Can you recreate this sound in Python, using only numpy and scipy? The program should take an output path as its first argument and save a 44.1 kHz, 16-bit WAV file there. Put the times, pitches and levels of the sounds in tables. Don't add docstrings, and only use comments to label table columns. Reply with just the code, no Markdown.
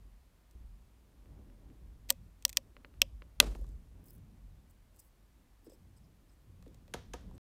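import sys
import numpy as np
from scipy import signal
from scipy.fft import rfft, irfft, next_fast_len
from scipy.io import wavfile
from scipy.ndimage import map_coordinates

SR = 44100
rng = np.random.default_rng(int(sys.argv[2]) if len(sys.argv) > 2 else 0)


def magnitude_from_level(level_db):
    exponent = np.asarray(level_db, float) / 20
    return 10 ** exponent


def dump_mix(stems):
    frames = np.atleast_2d(stems).T
    limited = np.clip(frames, -1, 1)
    pcm = np.round(limited * 32767).astype(np.int16)
    wavfile.write(sys.argv[1], SR, pcm)


N = 334454


def unit(x):
    return x / np.sqrt(np.mean(x ** 2) + 1e-20)


def top(x):
    return x / np.abs(x).max()


def along(points, hz):
    f, v = np.transpose(points)
    return np.interp(np.log(hz + 1), np.log(f + 1), v)


def curves(rows):
    s, *cols = np.transpose(rows)
    return [np.interp(np.arange(N) / SR, s, c) for c in cols]


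def milliseconds():
    return np.arange(0, N / SR, .001)


def sampled(rows):
    return [np.interp(np.arange(N) / SR, milliseconds(), row) for row in rows]


def moment():
    return np.arange(SR // 14) / SR


def wobble(rate):
    knots = rng.standard_normal(int(N * rate / SR) + 4)
    return map_coordinates(knots, [np.arange(N) * rate / SR])


def filtered(x, response):
    m = 2 * next_fast_len(len(x) // 2 + 2048)
    return irfft(rfft(x, m) * response(np.fft.rfftfreq(m, 1 / SR)), m)[:len(x)]


def causal(points):
    def response(hz):
        c = irfft(np.log(magnitude_from_level(along(points, hz))))
        half = len(c) // 2
        return np.exp(rfft(np.r_[c[0], 2 * c[1:half], c[half]], len(c)))[:len(hz)]
    return response


def ringing(x, modes):
    def response(f):
        return sum((-1) ** k * magnitude_from_level(db) * 1j * f * w / (c * c - f * f + 1j * f * w)
                   for k, (c, w, db) in enumerate(modes))
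    return filtered(x, response)


def blurred(modes, spread):
    return [(hz, spread * w, db) for hz, w, db in modes]


def noise(spectrum):
    return unit(filtered(rng.standard_normal(N), lambda hz: magnitude_from_level(along(spectrum, hz))))


def evened(x, share):
    size = np.abs(signal.hilbert(x, next_fast_len(N))[:N])
    return unit(x / (size + .3) ** share)


def burst(t60, rise):
    t = moment()
    return magnitude_from_level(-60 * t / t60) * (1 - np.exp(-t / rise)) * rng.standard_normal(len(t))


def add(track, s, x):
    part = track[round(s * SR):][:len(x)]
    part += x[:len(part)]


# pitch_hz, t60_s
ROOM = [(200, 0.16), (1000, 0.22), (4000, 0.33), (14000, .2)]
# pitch_hz, level_db
ROOM_TILT = [(200, 7), (1500, -3), (6000, -6), (15000, -10.5)]


def room(x, longer):
    hz, t, z = signal.stft(rng.standard_normal(SR // 3), SR, nperseg=256)
    tail_db = along(ROOM_TILT, hz)[:, None] - 60 * t / longer / along(ROOM, hz)[:, None]
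    tail = signal.istft(z * magnitude_from_level(tail_db), SR, nperseg=256)[1]
    return signal.fftconvolve(np.pad(x, (200, 0)), tail / np.linalg.norm(tail))


def strike(track, s, direct, colour, room_db, longer=1):
    add(track, s, direct)
    balance = np.linalg.norm(direct) / np.linalg.norm(colour)
    add(track, s, magnitude_from_level(room_db) * balance * room(colour, longer))


# pitch_hz, level_db (per Hz)
HISS = [(180, -43), (300, -13), (549, -6), (705, -8), (1190, -10), (1290, -13), (1800, -14), (5740, -22),
        (15200, -25), (16500, -32)]


def hiss():
    return magnitude_from_level(-77.8 + 0.11 * wobble(0.72)) * noise(HISS)


# start_s, effort_db
EFFORT = [(0, -76), (.5, -80), (.56, -70.5), (.85, -78), (1.22, -74.5), (1.33, -65), (1.8, -69.5),
          (2.12, -71), (2.24, -74.5), (3.05, -71), (3.36, -78.5), (3.48, -59), (3.8, -75.5), (3.95, -66.5),
          (4.85, -77.5), (6.4, -74), (6.7, -73), (7.4, -65.5)]
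# peak_s, frame_db, table_db, t60_s
JOLTS = [(0, -51.5, -63, 1.15), (.65, -49, -60, 1.1), (1.2, -56, -80, 0.51), (1.31, -53, -60, .8),
         (1.39, -53.5, -69, 1.3), (1.68, -48.5, -62, 0.32), (1.82, -48.5, -61, 2.3),
         (2.18, -57.5, -54.5, 0.8), (2.5, -58, -69, 2), (2.999, -45.5, -55.5, 1.08),
         (3.138, -46.5, -60.5, 0.96), (3.43, -45.5, -49.5, 0.61), (3.47, -37.5, -52.5, 0.41),
         (3.62, -39, -51.5, 1.03), (3.939, -65, -57.5, 1.03), (4.19, -60.5, -55, 1.78),
         (4.45, -51.5, -59, 1.29), (4.8, -60, -67.5, 1.02), (5.82, -71, -60, 1.4), (6.01, -60.5, -60, 0.59),
         (6.5, -61, -57, 1.04), (6.61, -52.5, -54.5, 0.57), (6.73, -55, -60, 0.69),
         (6.83, -64.5, -58.5, 0.65), (6.96, -52.5, -51, 0.68), (7.1, -50.5, -59.5, 1.9),
         (7.27, -50.5, -53, 3.3)]
# pitch_hz, level_db (per Hz)
SHAKE = [(15, -26.5), (30, -8.5), (47, 1), (65, -6), (90, -31.5), (150, -120)]
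RUMBLE = [(40, -120), (65, -5), (90, 2.5), (130, -4), (190, -7), (260, -20.5), (400, -120)]
RUSTLE = [(120, -120), (200, 0), (260, 1.5), (450, -9), (800, -19), (1600, -31), (4000, -48), (8000, -120)]


def handling():
    t, (effort_db,) = milliseconds(), curves(EFFORT)
    rise_db_per_s = 249.5
    jolts = 0
    for s, *dbs, t60 in JOLTS:
        below_peak_db = np.maximum(rise_db_per_s * (s - t), 60 * (t - s) / t60)
        jolts = jolts + (magnitude_from_level(dbs)[:, None] * magnitude_from_level(-below_peak_db)) ** 2
    extra_db = effort_db + 76
    steady = magnitude_from_level([-63 + 0.33 * extra_db, -71 + 0.8 * extra_db])
    shake, rumble = np.sqrt(steady ** 2 + sampled(jolts))
    lumps = wobble(12)
    low = shake * evened(noise(SHAKE), 0.36)
    low += rumble * magnitude_from_level(lumps) * evened(noise(RUMBLE), 0.34)
    return low + magnitude_from_level(effort_db + 1.8 * lumps + 0.93 * wobble(36)) * noise(RUSTLE)


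# start_s, level_db, pitch_hz, t60_s
THUMPS = [
    (.55, -41, 58, .3),
    (.604, -43, 54, .4),
    (1.2966, -54, 90, .1),
]


def thumps():
    out, t = np.zeros(N), np.arange(SR // 3) / SR
    for s, db, hz, t60 in THUMPS:
        swing = magnitude_from_level(-60 * t / t60) * np.sin(2 * np.pi * hz * t)
        swing += .3 * magnitude_from_level(-60 * t / .04) * np.sin(2 * np.pi * 260 * t)
        add(out, s, magnitude_from_level(db) * (1 - np.exp(-t / .003)) * swing)
    return out


# start_s, click_db, wood_db, room_db
KNOCKS = [
    (6.938, -32, -32.5, -13),
    (7.135, -37.5, -35.5, -14),
]
# pitch_hz, width_hz, level_db
CLICK = [(1140, 210, 1.5), (1780, 600, 1.5), (3330, 1130, -1.5), (6000, 1800, -4.5), (10500, 4500, -13.5),
         (14500, 2300, -18.5)]
WOOD = [(132, 73, -7.5), (240, 36, 5), (330, 180, -1.5), (502, 36, 6.5), (723, 62, -5), (949, 45, -0.5),
        (1240, 44, -11)]


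def knocks():
    out, step = np.zeros(N), moment() == 0
    lag_s, bounce_s, bounce_db = .0045, .011, -9
    for s, click_db, wood_db, room_db in KNOCKS:
        click = top(ringing(burst(0.026, 0.00031), CLICK))
        push = np.roll(step, round(lag_s * SR)) + 0.045 * burst(0.047, 0.0024)
        push += magnitude_from_level(bounce_db) * np.roll(step, round((lag_s + bounce_s) * SR))
        direct = magnitude_from_level(click_db) * click + magnitude_from_level(wood_db) * top(ringing(push, WOOD))
        colour = ringing(step, CLICK) + 2.66 * ringing(step, blurred(WOOD, 1.7))
        strike(out, s, direct, colour, room_db, longer=1.32)
    return out


# pitch_hz, level_db, t60_s, rise_s
SPRINGS = [(38.5, -29.5, .6, 0.054), (49, -28.5, 0.99, 0.031)]
# pitch_hz, level_db, t60_s
PING = [(8200, -55, .06), (11000, -54, .07), (13100, -54, .06)]
# pitch_hz, level_db (per Hz)
RATTLE = [(150, -120), (300, 2), (700, -2.5), (1500, -9), (3000, -16), (6000, -22), (9000, -29.5),
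          (16000, -58.5)]
FIZZ = [(1500, -120), (3000, -3.5), (6000, -1.5), (11000, -6), (14000, -11.5), (16000, -19.5)]
BOOM = [(90, -120), (150, -2.5), (250, 0), (450, -2.5), (700, -10.5), (1200, -120)]


def bed():
    release_s = 3.405
    t = np.maximum(np.arange(N) / SR - release_s, 0)
    out = np.zeros(N)
    for hz, db, t60, rise in SPRINGS:
        out += magnitude_from_level(db - 60 * t / t60) * (1 - np.exp(-(t / rise) ** 2)) * np.sin(2 * np.pi * hz * t)
    for hz, db, t60 in PING:
        out += magnitude_from_level(db - 60 * t / t60) * np.sin(2 * np.pi * hz * t)
    buzz = np.zeros(N)
    for db, t60, colour in [(-46, 0.38, RATTLE), (-63, .75, FIZZ), (-46.5, .6, BOOM)]:
        buzz += magnitude_from_level(db - 60 * t / t60) * noise(colour)
    return out + buzz * magnitude_from_level(1.8 * wobble(90)) * (1 - np.exp(-t / 0.0016))


def stroke_levels(rows):
    t, edge_db_per_s = milliseconds(), 3500
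    levels = []
    for s, length, *dbs in rows:
        away = np.maximum(np.maximum(s - t, t - s - length), 0)
        levels.append(np.array(dbs)[:, None] - edge_db_per_s * away)
    return sampled(np.max(levels, axis=0))


# start_s, length_s, fine_db, coarse_db, flat_skin_db
STROKES = [(4.058, .028, -73, -90, -82), (4.088, .008, -76, -86, -86), (4.098, .012, -72, -78, -86),
           (4.13, .013, -74, -92, -90), (4.151, .013, -75, -92, -89), (4.18, .003, -75, -95, -86),
           (4.697, .016, -81, -86, -84), (4.945, .04, -88, -90, -86), (4.992, .013, -69, -76, -66),
           (5.012, .018, -79, -88, -86), (5.037, .045, -79, -92, -88), (5.652, .02, -82, -82, -88),
           (5.698, .01, -83, -78, -84), (5.718, .034, -84, -81, -90), (5.966, .018, -88, -79, -84),
           (6.292, .01, -95, -90, -92), (6.31, .03, -95, -90, -88), (7.347, .012, -90, -84, -82)]
# start_s,
# fine_db, coarse_db (relative to fine)
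SLIPS = [(3.5145, -73, -8), (3.5385, -72, -20), (3.5565, -66, -15), (3.5855, -65, -8), (3.5935, -72, -4),
         (3.6114, -62, -9), (3.6295, -78, 3), (3.6657, -74, 6), (3.6895, -73, 1), (3.7165, -72, 0),
         (3.726, -79, 3), (4.0404, -59, -20), (4.0568, -59, -13), (4.0615, -60, -8), (4.0828, -61, -12),
         (4.098, -60, -14), (4.1054, -50, -13), (4.1186, -65, -15.5), (4.131, -60.5, -20),
         (4.1495, -59.5, -19), (4.7084, -63.5, -9), (4.9605, -64, -3), (4.9675, -67, -3), (4.996, -56, -8),
         (4.9997, -53, -8), (5.6443, -61.5, -14), (5.6974, -65.5, -1.5), (5.7184, -69, 0), (5.7334, -68, 0),
         (5.9728, -71, -9.5)]
# start_s, length_s, level_db
NAIL = [(4.085, .025, -81), (4.992, 0.011, -80), (5.012, 0.011, -85), (5.652, .026, -85),
        (5.698, 0.056, -84), (5.966, .02, -85), (6.04, .008, -83), (6.058, 0.0041, -88), (6.292, .008, -82)]
# pitch_hz, width_hz, level_db
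FINE = [(11000, 500, -3), (12400, 910, -18), (13300, 740, -3.5), (14200, 630, -2.5), (15300, 1300, -5.5)]
COARSE = [(5100, 380, -4.5), (7700, 550, 0), (9050, 600, -1), (11600, 500, -6)]
BROAD = [(6400, 1300, 5), (8000, 1600, 4), (10300, 1800, -2.5), (12200, 1800, -5)]
NAIL_RING = [(5120, 540, 0)]


def rubs():
    fine_db, coarse_db, flat_db = stroke_levels(STROKES)
    (nail_db,) = stroke_levels(NAIL)
    grains = (rng.random(N) < 1500 / SR) * magnitude_from_level(rng.exponential(size=N))
    stroke = 1.3 * rng.standard_normal(N) + unit(grains * rng.standard_normal(N))

    def fine(x):
        return ringing(ringing(x, FINE), [(13500, 15000, 0)])

    def coarse(x):
        return ringing(ringing(x, COARSE), blurred(COARSE, 3))

    flat = ringing(ringing(stroke, BROAD), [(9500, 9000, 0)])
    nail = ringing(ringing(stroke, NAIL_RING), NAIL_RING)
    out = magnitude_from_level(fine_db) * unit(fine(stroke)) + magnitude_from_level(coarse_db) * unit(coarse(stroke))
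    out += magnitude_from_level(flat_db) * unit(flat) + magnitude_from_level(nail_db) * unit(nail)
    for s, db, more_db in SLIPS:
        puff = burst(0.0094, 0.00016)
        add(out, s + .0006, magnitude_from_level(db) * top(fine(puff)) + magnitude_from_level(db + more_db) * top(coarse(puff)))
    return out


# pitch_hz, width_hz, level_db
BODY = [(960, 250, -16), (1547.4, 350, -9), (1920, 310, -1.5), (2580, 190, 0.5), (3340, 400, 0),
        (4306, 1400, -5)]
SIZZLE = [(5740, 2300, 0.5), (8400, 2500, -1), (11070, 600, -12), (13900, 1600, -4)]
THUD = [(250, 60, -1.5), (410, 280, -4), (524, 130, 0), (829.6, 250, -12.5), (1170, 250, -8.5)]


def tick(blow, db, thud_db, sizzle_db, thud_hz):
    body = ringing(ringing(blow, BODY), [(2917, 3100, 0)])
    sizzle = ringing(ringing(blow, SIZZLE), [(10000, 9700, 0)])
    press = [(thud_hz, .55 * thud_hz, 0)]
    thud = ringing(ringing(ringing(blow, THUD), press), press)
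    return magnitude_from_level(db) * top(body) + magnitude_from_level(sizzle_db + 11.5) * top(sizzle) + magnitude_from_level(thud_db + 9.0) * top(thud)


# start_s, body_db, thud_db, sizzle_db, thud_pitch_hz
SETTLE = [(3.4255, -42, -40, -56, 554), (3.4428, -47, -48.5, -67, 373), (3.4824, -69, -67, -78, 425),
          (3.4998, -66, -62, -80, 250), (3.553, -68, -57, -78, 910), (3.549, -62, -53.5, -70.5, 260),
          (3.5871, -74, -59, -82, 310), (3.6127, -74, -64.5, -80, 539), (3.6418, -72, -66, -84, 1200),
          (3.6657, -71.5, -74, -75, 250), (3.69, -76, -66, -75, 250)]
TICKS = [(0.5101, -68, -83, -71, 250), (1.257, -85, -67, -86, 352), (1.7, -80, -64, -90, 300),
         (5.6645, -74, -56, -80, 410), (5.6725, -74, -58, -78, 299), (5.6965, -72, -64.5, -74, 403),
         (5.717, -71, -64, -81, 510), (5.7323, -74, -66, -73, 330), (6.6245, -62, -70.5, -71, 705.7),
         (6.6615, -70.5, -62, -82, 520), (6.667, -75, -59, -85, 240), (6.6784, -66, -68, -76, 313),
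         (6.7442, -63, -71.5, -68, 600), (6.8787, -61.5, -69.5, -73.5, 600), (7.209, -76, -75, -74, 300.2),
         (7.3105, -74, -66, -78, 798), (7.3384, -75, -64, -84, 296), (7.3494, -74, -58.5, -83, 250),
         (7.3785, -60.5, -60, -73, 700)]
CLOSE = [(2.0885, -58, -72, -59.5, 497), (2.0925, -42.5, -65, -52.5, 700), (2.0994, -33.5, -57.5, -44, 900),
         (2.1233, -57, -69.5, -56, 515), (2.4235, -58.5, -78, -61.5, 500), (2.4796, -58, -82, -57, 900),
         (2.4927, -44.5, -73, -45.5, 900), (2.4973, -50.5, -78, -51, 900), (2.5279, -46, -78.5, -50, 903),
         (2.5634, -67, -80, -63.5, 900), (3.3998, -56, -65, -61.5, 600)]


def ticks():
    out, step = np.zeros(N), moment() == 0
    for rows, room_db in [(SETTLE, -19), (TICKS, -14), (CLOSE, -27)]:
        for s, *voice in rows:
            direct = tick(step + .13 * burst(.014, .0004), *voice)
            strike(out, s + 0.0009, direct, direct, room_db)
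    return out


# pitch_hz, level_db, t60_s
GLASS = [(539, -33, 0.077), (600, -35.5, 0.059), (730, -41, .05), (970, -32, 0.033), (1133, -34, 0.026),
         (1320, -46, .03), (246, -43, 0.16)]


def glass(t):
    modes = sum(magnitude_from_level(db - 60 * t / t60) * np.sin(2 * np.pi * hz * t) for hz, db, t60 in GLASS)
    return (1 - np.exp(-(t / 0.0081) ** 2)) * modes


# start_s, peak_db
POPS = [(1.255, -58), (1.497, -57), (1.698, -58), (2.7637, -41.5), (2.8444, -37.5), (2.937, -56),
        (3.218, -40.5), (3.5478, -44), (5.667, -65), (6.624, -59.5), (6.66, -61), (6.877, -61)]
# pitch_hz, width_hz, level_db
FLEX = [(305, 310, 4.5), (577, 89, 6.5), (1050, 500, -5), (1920, 2200, -1), (3070, 710, -1.5),
        (4200, 600, -20)]


def pops():
    out, t = np.zeros(N), moment()
    soft = signal.butter(6, 4600, fs=SR, output="sos")
    for s, db in POPS:
        blow = (t == 0) + 0.06 * burst(0.021, 0.00036)
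        pop = ringing(ringing(blow, FLEX), [(1200, 4400, 0)])
        inward = -top(signal.sosfilt(soft, pop))
        add(out, s + 0.0028, magnitude_from_level(db - 4.0) * (magnitude_from_level(15) * glass(t) + inward))
    return out


def tear(t, modes, rise, lead_s):
    free = np.maximum(t - lead_s, 0)
    ring = 0
    for k, (hz, w, db) in enumerate(modes):
        rise_s = min(rise * (5000 / hz) ** .6, lead_s)
        build = np.clip(1 + (t - lead_s) / rise_s, 0, 1) ** 2
        wave = np.exp(-np.pi * w * free) * np.sin(2 * np.pi * hz * (t - lead_s))
        ring = ring + (-1) ** k * magnitude_from_level(db) * w * build * wave
    return top(ring)


# start_s, peak_db, scatter_db, room_db, rise_s
CRACKS = [
    (2.1034, -7.5, -16, -40, 0.00045),
    (2.451, -12.5, -16.5, -37, 0.00043),
    (2.5708, -10, -18.5, -33, 0.00033),
    (3.0173, -7.5, -18, -28, 0.00055),
    (3.401, 1, -14.5, -29.5, 0.00019),
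]
# second_break_s (after the first), second_db, long_scatter_db, low_ring_db
AFTER = [(0.0015, -15.5, -34, 1), (.0015, -12, -29, -1), (.0015, -13, -29, -1), (0.0013, -9, -31, 0.5),
         (.0013, -13, -33, 0)]
# pitch_hz, width_hz, level_db
RING_A = [(570, 64, -10.5), (930, 170, -10.5), (1200, 90, -8.5), (1460, 180, -14), (1890, 160, -6.5),
          (3184, 540, -3.5), (4340, 480, 0), (5800, 980, -4.5), (8040, 730, 1), (8850, 690, -1.5),
          (11100, 1800, -13.5), (13600, 1200, -3), (254, 60, -18)]
RING_B = [(567, 260, -20), (1090, 320, -14.5), (1920, 220, -7.5), (3160, 610, -3.5), (4400, 550, -2),
          (5200, 320, -0.5), (5900, 580, -0.5), (6658, 400, -8), (8100, 1400, -8), (11300, 600, -16),
          (14250, 1700, -11), (254.2, 70, -19)]
RING_C = [(583.8, 120, -25.5), (1090, 380, -12.5), (1900, 160, -4.5), (2452, 150, 2), (3265, 610, 1.5),
          (4620, 420, 3.5), (5730, 480, 4.5), (6750, 400, 0.5), (7887, 1100, -4.5), (11000, 650, -13),
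          (13610, 1800, -9.5), (260, 60, -14)]
RING_D = [(580, 130, -13), (1200, 300, -17), (1880, 250, -11.5), (2630, 300, 2), (3165, 400, 1),
          (4200, 330, -5), (5478, 910, -7), (6500, 400, -5), (7950, 1900, -15.5), (9610, 1300, -18.5),
          (13620, 2400, -21.5), (246, 22, -6)]
RING_E = [(250, 40, -10), (585, 98, -6.5), (930, 130, -9), (1200, 72, -10.5), (1520, 86, -9),
          (2030, 100, -5.5), (2540, 260, -1.5), (3260, 240, 2), (3992, 230, 1), (4810, 500, -4),
          (5800, 340, -5), (6480, 710, -6.5), (8109, 1700, -11), (9198, 750, -8), (11800, 1400, -15),
          (14010, 2500, -23)]


def cracks():
    out, t, lead_s = np.zeros(N), moment(), 0.0011
    rings = [RING_A, RING_B, RING_C, RING_D, RING_E]
    for crack, after, modes in zip(CRACKS, AFTER, rings):
        s, db, scatter_db, room_db, rise = crack
        lag, again_db, long_db, low_db = after
        puff = burst(0.014, 0.00093) + magnitude_from_level(long_db - scatter_db) * burst(.03, 0.0024)
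        scatter = top(ringing(puff, blurred(modes, 1.6)))
        second = top(ringing(burst(0.0033, .0002), blurred(modes, 1.5)))
        add(out, s + lag, magnitude_from_level(db + again_db) * second)
        add(out, s + rise - lead_s, magnitude_from_level(db) * tear(t, modes, rise, lead_s))
        behind = magnitude_from_level(db) * (magnitude_from_level(low_db) * glass(t) + magnitude_from_level(scatter_db) * scatter)
        strike(out, s, behind, ringing(t == 0, blurred(modes, 3.4)), room_db)
    return out


def scene():
    return (cracks() + ticks() + pops() + knocks() + rubs() + thumps() + bed() + handling())[None]


def roll_off(x):
    return signal.sosfilt(signal.butter(12, 17020, fs=SR, output="sos"), x)


# pitch_hz, level_db
MICROPHONE = [(10, -3.5), (15000, 5), (15900, -1.5), (16600, -25), (17300, -70.5), (22000, -120)]


def record(dry):
    x = hiss() + dry[0]
    x = filtered(x, causal(MICROPHONE))
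    x = x / (1 + np.abs(x / .74) ** 8) ** (1 / 8)
    cut_s, fade_s = 7.381, 0.00039
    x = x * np.clip((cut_s - np.arange(N) / SR) / fade_s, 0, 1)
    return roll_off(x[None])


dry = scene()
out = record(dry)
dump_mix(out)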